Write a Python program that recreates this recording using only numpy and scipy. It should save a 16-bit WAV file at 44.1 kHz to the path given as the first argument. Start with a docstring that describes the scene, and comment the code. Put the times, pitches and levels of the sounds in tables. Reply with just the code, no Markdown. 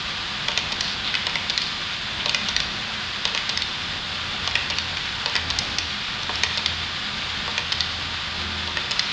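"""Jars on workshop conveyors

One microphone, close to the transfer plate between two running belts. Behind, the drives hum and whine
and plastic links rattle over the sprockets. Up front, small plastic jars tip onto the plate one by one,
rock across and drop on the next belt, where some knock together. The hard-floored room answers each
click with a faint tail."""
import sys
import numpy as np
from scipy import signal
from scipy.fft import rfft, irfft, next_fast_len
from scipy.io import wavfile
from scipy.ndimage import uniform_filter1d

SR = 44100
rng = np.random.default_rng(int(sys.argv[2]) if len(sys.argv) > 2 else 0)


def unload_audio(sound):
    """Save the sound as a 16-bit wav file, at the path given as the first command line argument."""
    columns = np.transpose(np.atleast_2d(sound))
    # keep every value between -1 and 1, then stretch to whole-number steps
    steps = np.round(np.clip(columns, -1, 1) * 32767)
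    wavfile.write(sys.argv[1], SR, steps.astype(np.int16))


N = 402191
TIME = np.arange(N) / SR


def undb(db):
    """Decibels to gain."""
    return 10 ** (np.asarray(db) / 20)


def unit(x):
    """Scale to an rms of one."""
    return x / np.sqrt(np.mean(x ** 2) + 1e-18)


def drift(per_s):
    """Random levels, drawn per_s times a second and smoothed twice; rms of one."""
    hold = max(int(SR / per_s), 1)
    steps = rng.standard_normal(N)[np.arange(N) // hold]
    return unit(uniform_filter1d(uniform_filter1d(steps, hold), hold))


def tone(hz, wander):
    """A sine of unit rms whose pitch wanders by a share."""
    pitch_hz = hz * (1 + wander * drift(12))
    return unit(np.sin(2 * np.pi * np.cumsum(pitch_hz) / SR))


def colour(x, points):
    """Shape a sound by (Hz, dB) points, falling 12 dB an octave beyond both ends."""
    hz, db = np.transpose(points)
    size = next_fast_len(len(x))
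    f = np.maximum(np.fft.rfftfreq(size, 1 / SR), 1)
    gain = undb(np.interp(np.log(f), np.log(hz), db))
    skirts = np.minimum(f / hz[0], 1) ** 2 * np.minimum(hz[-1] / f, 1) ** 2
    return irfft(rfft(x, size) * gain * skirts, size)[:len(x)]


def noise(samples, points):
    """Noise of unit rms, shaped by (Hz, dB) points."""
    return unit(colour(rng.standard_normal(samples), points))


def add(out, s, sound):
    """Mix a sound in at s seconds."""
    i = max(int(s * SR), 0)
    out[i:i + len(sound)] += sound[:max(N - i, 0)]


def ring(modes, gains, t, detune, head_s, scatter_db=2.5):
    """Damped modes, unit rms over the first head_s; each contact point shifts their levels and pitch."""
    hz, db, t60 = np.transpose(modes)
    scatter, bend, side = rng.standard_normal((3, len(hz)))
    weights = np.sign(side) * gains * undb(db + scatter_db * scatter)
    sines = np.sin(2 * np.pi * np.outer(hz * (1 + detune * bend), t))
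    decays = np.exp(-np.log(1000) * np.outer(1 / t60, t))
    sound = weights @ (sines * decays)
    return sound / np.sqrt(np.mean(sound[:int(head_s * SR)] ** 2))


def workshop(x, t60_s=0.8, wet_db=-10, build_s=0.00048):
    """Floor and walls add a diffuse, duller tail; every spot on the belts has its own echo pattern."""
    t = np.arange(SR // 2) / SR
    response = noise(len(t), [(200, -2.5), (3500, -1), (5000, -5), (6200, -6.5), (9000, -11)])
    response *= np.exp(-np.log(1000) * t / t60_s) * (1 - np.exp(-t / build_s))
    response *= undb(wet_db) / np.sqrt(np.sum(response ** 2))
    response[0] = 1  # the direct path to the microphone
    return signal.fftconvolve(x, response)


# A panel buzzing for a moment. Each row: time in seconds, level in dB.
PANEL_BUZZ = [(0, -58), (8.1, -64), (8.35, -50), (8.8, -48), (9.05, -61)]
# Dull bumps in the frame. Each row: start in seconds, level in dB.
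FRAME_BUMPS = [(2.5, -39), (5.5, -42), (7.15, -44)]


def frame(hum_hz=208, hum_db=-50, throb_db=4, throbs_per_s=10, buzz_hz=360, bump_s=0.041):
    """Far back in the sound, the conveyor frame throbs, buzzes briefly and takes a few dull bumps."""
    hum = unit(tone(hum_hz, wander=0.0155) * undb(throb_db * drift(throbs_per_s)))
    buzz = tone(buzz_hz, wander=0.0019) * undb(np.interp(TIME, *np.transpose(PANEL_BUZZ)))
    out = hum * undb(hum_db) + buzz
    t = np.arange(SR) / SR
    swell = t / bump_s * np.exp(1 - t / bump_s)
    for s, db in FRAME_BUMPS:
        thud = noise(len(t), [(30, -13), (50, 5), (90, -19)])
        add(out, s, thud * undb(db) * swell)
    return out


# The drives' drone as the load changes. Each row: time in seconds, relative level in dB.
LOAD_DRONE = [(0, -65), (1.4, -47), (2.2, -60), (3, -48), (4.8, -42), (5.15, -51), (5.5, -38), (6.1, -48.5),
              (6.7, -36.5), (7.2, -47.5), (8.5, -37.5), (9.1, -45.5)]
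# Motor and gear tones. Each row: pitch in Hz, level in dB, waver in dB, wander as a share of the pitch.
GEAR_TONES = [(120, -59, 3, .004), (717, -57, 3, .002), (1195.4, -48, 1.5, .0004), (1440.3, -52, 2, .0002),
              (3480, -49, 2, .0001), (3600.6, -46.7, 2, .0001)]


def drives(first_hz=86.4, sag_hz_per_s=0.5, second_hz=81.2, second_db=-4, drone_db=-1):
    """Two drives, one slowing, beat in a drone that swells with the load; motors and gears whine."""
    first = tone(first_hz - sag_hz_per_s * TIME, wander=0.004)
    second = undb(second_db) * tone(second_hz, wander=0.0047)
    load_db = np.interp(TIME, *np.transpose(LOAD_DRONE))
    out = unit(first + second) * undb(load_db + drone_db)
    for hz, db, waver_db, wander in GEAR_TONES:
        out += undb(db) * unit(tone(hz, wander) * undb(waver_db * drift(5.5)))
    return out


# The rattle of the plastic links. Each row: frequency in Hz, relative spectral level in dB.
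LINK_SPECTRUM = [(600, -27.5), (830, -32), (930, -4.5), (1300, -2.5), (1520, -0.5), (2200, -2.5), (3000, 0),
                 (3500, 2), (4000, -1.5), (4900, -5), (5800, -15), (7300, -21.5), (8000, -34.5),
                 (8750, -31), (9500, -45.5)]
# The rumble under the belts. Each row: frequency in Hz, relative spectral level in dB.
RUMBLE_SPECTRUM = [(20, -12), (35, -0.5), (60, 0.5), (95, 1.5), (125, 1), (175, 1), (235, -2), (310, -7),
                   (400, -8), (600, -7), (670, -7.5), (750, -3.5), (900, -5.5), (1300, -24.5)]


def belts(rattle_db=-29, flutter_db=0.53, rumble_db=-38.5, throb_db=1,
          ticks_per_s=2500, tick_spread_db=3, tick_share_db=-5):
    """Countless hinge ticks reach the microphone as an even hiss; the frames rumble below."""
    ticks = (rng.random(N) < ticks_per_s / SR) * rng.choice([-1, 1], N)
    ticks = ticks * undb(tick_spread_db * np.minimum(rng.exponential(size=N), 5))
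    wash = rng.standard_normal(N)  # ticks smeared by the room
    links = unit(colour(undb(tick_share_db) * unit(ticks) + wash, LINK_SPECTRUM))
    rattle = links * undb(rattle_db + flutter_db * drift(25))
    rumble = noise(N, RUMBLE_SPECTRUM) * undb(rumble_db + throb_db * drift(8))
    return rattle + rumble


# Jars scuffing on plate and belt. Each row: start and length in seconds, level in dB, centre in Hz.
JAR_SCUFFS = [(0.789, 0.19, -31.5, 4550), (1.027, 0.095, -25, 3740), (1.591, 0.13, -31.5, 4400),
              (2.187, 0.046, -30, 3300), (2.558, 0.15, -38, 4400), (4.696, .06, -29, 2800),
              (5.018, 0.088, -31, 3420), (9.012, 0.25, -31, 3900)]


def scuffs(slips_per_s=3000, skirt_db=-14):
    """Close by, a sliding jar catches and slips in a quick run of tiny ticks."""
    out, t = np.zeros(N), np.arange(SR // 4) / SR
    for s, length_s, db, hz in JAR_SCUFFS:
        slips = (rng.random(len(t)) < slips_per_s / SR) * rng.standard_normal(len(t))
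        band = [(hz * 0.49, skirt_db), (hz, 0), (hz * 1.26, skirt_db), (hz * 2.1, -45)]
        swell = np.sin(np.pi * np.minimum(t / length_s, 1))
        add(out, s, unit(colour(slips, band)) * undb(db) * swell)
    return out


# The transfer plate's modes. Each row: pitch in Hz, relative level in dB, seconds to fade by 60 dB.
PLATE_MODES = [(418, -9, 0.085), (477, -9.5, 0.11), (589, -2.5, 0.068), (726, -5.5, .07), (925, -1.5, 0.14),
               (997, -3, 0.089), (1124, -0.5, 0.05), (1470, -4.5, 0.022), (1760, -1.5, 0.028),
               (2700, 2, 0.016), (3670, -5, 0.022)]


def plate(landings, gain_db=2.04, thud_db=-4, thud_s=0.009, press_s=0.0005):
    """The plate gives a hollow tock under each jar: its modes over a short, broad thud."""
    out, t = np.zeros(N), np.arange(SR // 5) / SR
    press = 1 - np.exp(-t / press_s)  # the weight comes on softly
    for s, db in landings:
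        modes = ring(PLATE_MODES, 1, t, detune=0.0045, head_s=0.01)
        thud = noise(len(t), [(250, -14), (500, -4.5), (1000, -2.5), (2200, -1), (4500, -20.5)])
        tock = modes + undb(thud_db) * thud * np.exp(-t / thud_s)
        add(out, s, workshop(undb(db + gain_db) * tock * press))
    return out


# A jar's wall modes. Each row: pitch in Hz, relative level in dB, seconds to fade by 60 dB.
JAR_MODES = [(1440, -5, 0.018), (1968, -0.5, 0.02), (2136, -10, 0.02), (2468, -3.5, 0.023),
             (2880, -7, 0.021), (3190, -2.5, 0.0094), (3617, -4, 0.016), (4176, -1, 0.01),
             (4624, -1.5, 0.014), (5044, 0.5, .011), (5554, 0, 0.01), (6220, -3.5, 0.0069),
             (6430, -2, 0.0082), (7600, -12.5, 0.0099), (8300, -24, 0.0058)]


def jars(blows, gain_db=1, contact_s=0.00022, crack_db=-4, crack_s=0.0012, echo_s=0.0034, echo_db=-11):
    """Right at the microphone, each blow cracks and briefly rings a jar: hard rim high, flat base low."""
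    out, t = np.zeros(N), np.arange(SR // 25) / SR
    mode_hz = np.array(JAR_MODES)[:, 0]
    attack = 1 - np.exp(-t / contact_s)
    for s, db, hz, octaves in blows:
        gains = 1 / (1 + (np.log2(mode_hz / hz) / octaves) ** 2)
        modes = ring(JAR_MODES, gains, t, detune=0.024, head_s=0.005)
        crack = noise(len(t), [(hz / 3, -4), (hz * 1.1, 0), (hz * 2, -18), (hz * 3.2, -44)])
        crack *= undb(crack_db) * np.exp(-t / crack_s)
        click = undb(db + gain_db) * (modes + crack) * attack
        add(out, s, workshop(click))
        add(out, s + echo_s * rng.uniform(0.8, 1.3), undb(echo_db) * click)  # reflected off the belt
    return out


def bounce(s, db, hz, octaves, gap_s, rebound_db):
    """A blow and its weaker rebound; the gap is never quite the same."""
    rebound_s = s + gap_s * rng.uniform(0.75, 1.25)
    return [(s, db, hz, octaves), (rebound_s, db + rebound_db, hz, octaves)]


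# A rim tips onto the plate. Each row: start in seconds, jar and plate levels in relative dB.
RIM_TIPS = [(.484, -17, -30), (1.268, -17, -31), (2.2591, -18, -28.5), (3.2531, -16, -29),
            (4.4753, -19, -31.5), (5.2597, -18.5, -29), (6.293, -32, -27), (7.478, -29, -29),
            (8.675, -26, -34.5)]
# The base slaps flat. Each row: start in seconds, jar level in relative dB, ring centre in Hz,
# plate level in relative dB.
BASE_SLAPS = [(0.5754, -14, 3260, -32.5), (1.3559, -17.5, 2660, -34), (2.3463, -14, 2740, -38),
              (3.3485, -20.5, 3175, -31.5), (4.554, -13, 2630, -33.5), (5.354, -17, 3370, -29.5),
              (6.4348, -12.5, 3650, -29), (7.5795, -15, 2590, -33.5), (8.7708, -17.5, 2200, -32.5)]
# The jar ticks over the far lip. Each row: start in seconds, jar level in relative dB.
LIP_TICKS = [(.721, -22), (1.4982, -19.5), (2.486, -20), (3.4928, -19.5), (4.7008, -22), (5.5025, -19.5),
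             (6.574, -20), (7.7208, -18.5), (8.91, -19.5)]
# It drops on the next belt. Each row: start in seconds, jar level in relative dB, ring centre in Hz.
BELT_DROPS = [(.8083, -15, 4350), (1.577, -14.5, 4240), (2.564, -14, 3800), (3.5743, -16, 4300),
              (4.785, -16.5, 3600), (5.5883, -13.5, 5070), (6.6604, -14, 3760), (7.806, -15, 3930),
              (8.994, -12, 3900)]
# Jars wobble or knock together. Each row: start in seconds, jar level in relative dB, ring centre in Hz.
JAR_KNOCKS = [(1.1412, -18.5, 2600), (1.152, -17, 2680), (1.618, -20, 4070), (2.2939, -16.5, 3830),
              (2.6024, -19, 3460), (3.3755, -20, 2920), (3.6209, -18, 3600), (4.9703, -23.5, 3100),
              (5.3635, -16.5, 3150), (5.785, -14.5, 4200), (6.2322, -28.5, 4200), (6.356, -23.5, 3920)]


def crossings(tip_hz=3400, lip_hz=3700, lip_weight_db=-36.5, base_hz=2000, base_db=-12):
    """Each jar tips, slaps, ticks and drops past the microphone in about a third of a second."""
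    # On the jars. Each row: start in seconds, relative dB, ring centre in Hz, its spread in octaves.
    blows = [(s, db, hz, 0.55) for s, db, hz in JAR_KNOCKS]
    landings = []  # On the plate. Each row: start in seconds, relative dB.
    for s, db, plate_db in RIM_TIPS:  # one hop on the rim
        blows += bounce(s, db, tip_hz, octaves=0.5, gap_s=0.031, rebound_db=-8.5)
        landings.append((s, plate_db))
    for s, db, hz, plate_db in BASE_SLAPS:  # the base chatters
        blows += bounce(s, db, hz, octaves=0.78, gap_s=0.011, rebound_db=-13.5)
        landings.append((s, plate_db))
    for s, db in LIP_TICKS:  # the base follows the rim, with little weight left on the plate
        blows += bounce(s, db, lip_hz, octaves=0.5, gap_s=0.005, rebound_db=-1)
        landings.append((s, lip_weight_db))
    for s, db, hz in BELT_DROPS:  # the flat base sounds under each drop
        blows += [(s, db, hz, 0.38), (s, db + base_db, base_hz, 0.34)]
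    return blows, landings


def scene():
    """Jars and plate up front, the running machines behind, in mono."""
    blows, landings = crossings()
    return (jars(blows) + plate(landings) + scuffs() + belts() + drives() + frame())[None]


def record(dry):
    """The recorder rounds the highest peaks and cuts the top above 9.7 kHz."""
    lowpass = signal.ellip(8, 0.2, 80, 9700, fs=SR, output="sos")
    return signal.sosfilt(lowpass, np.tanh(dry))


dry = scene()
out = record(dry)
unload_audio(out)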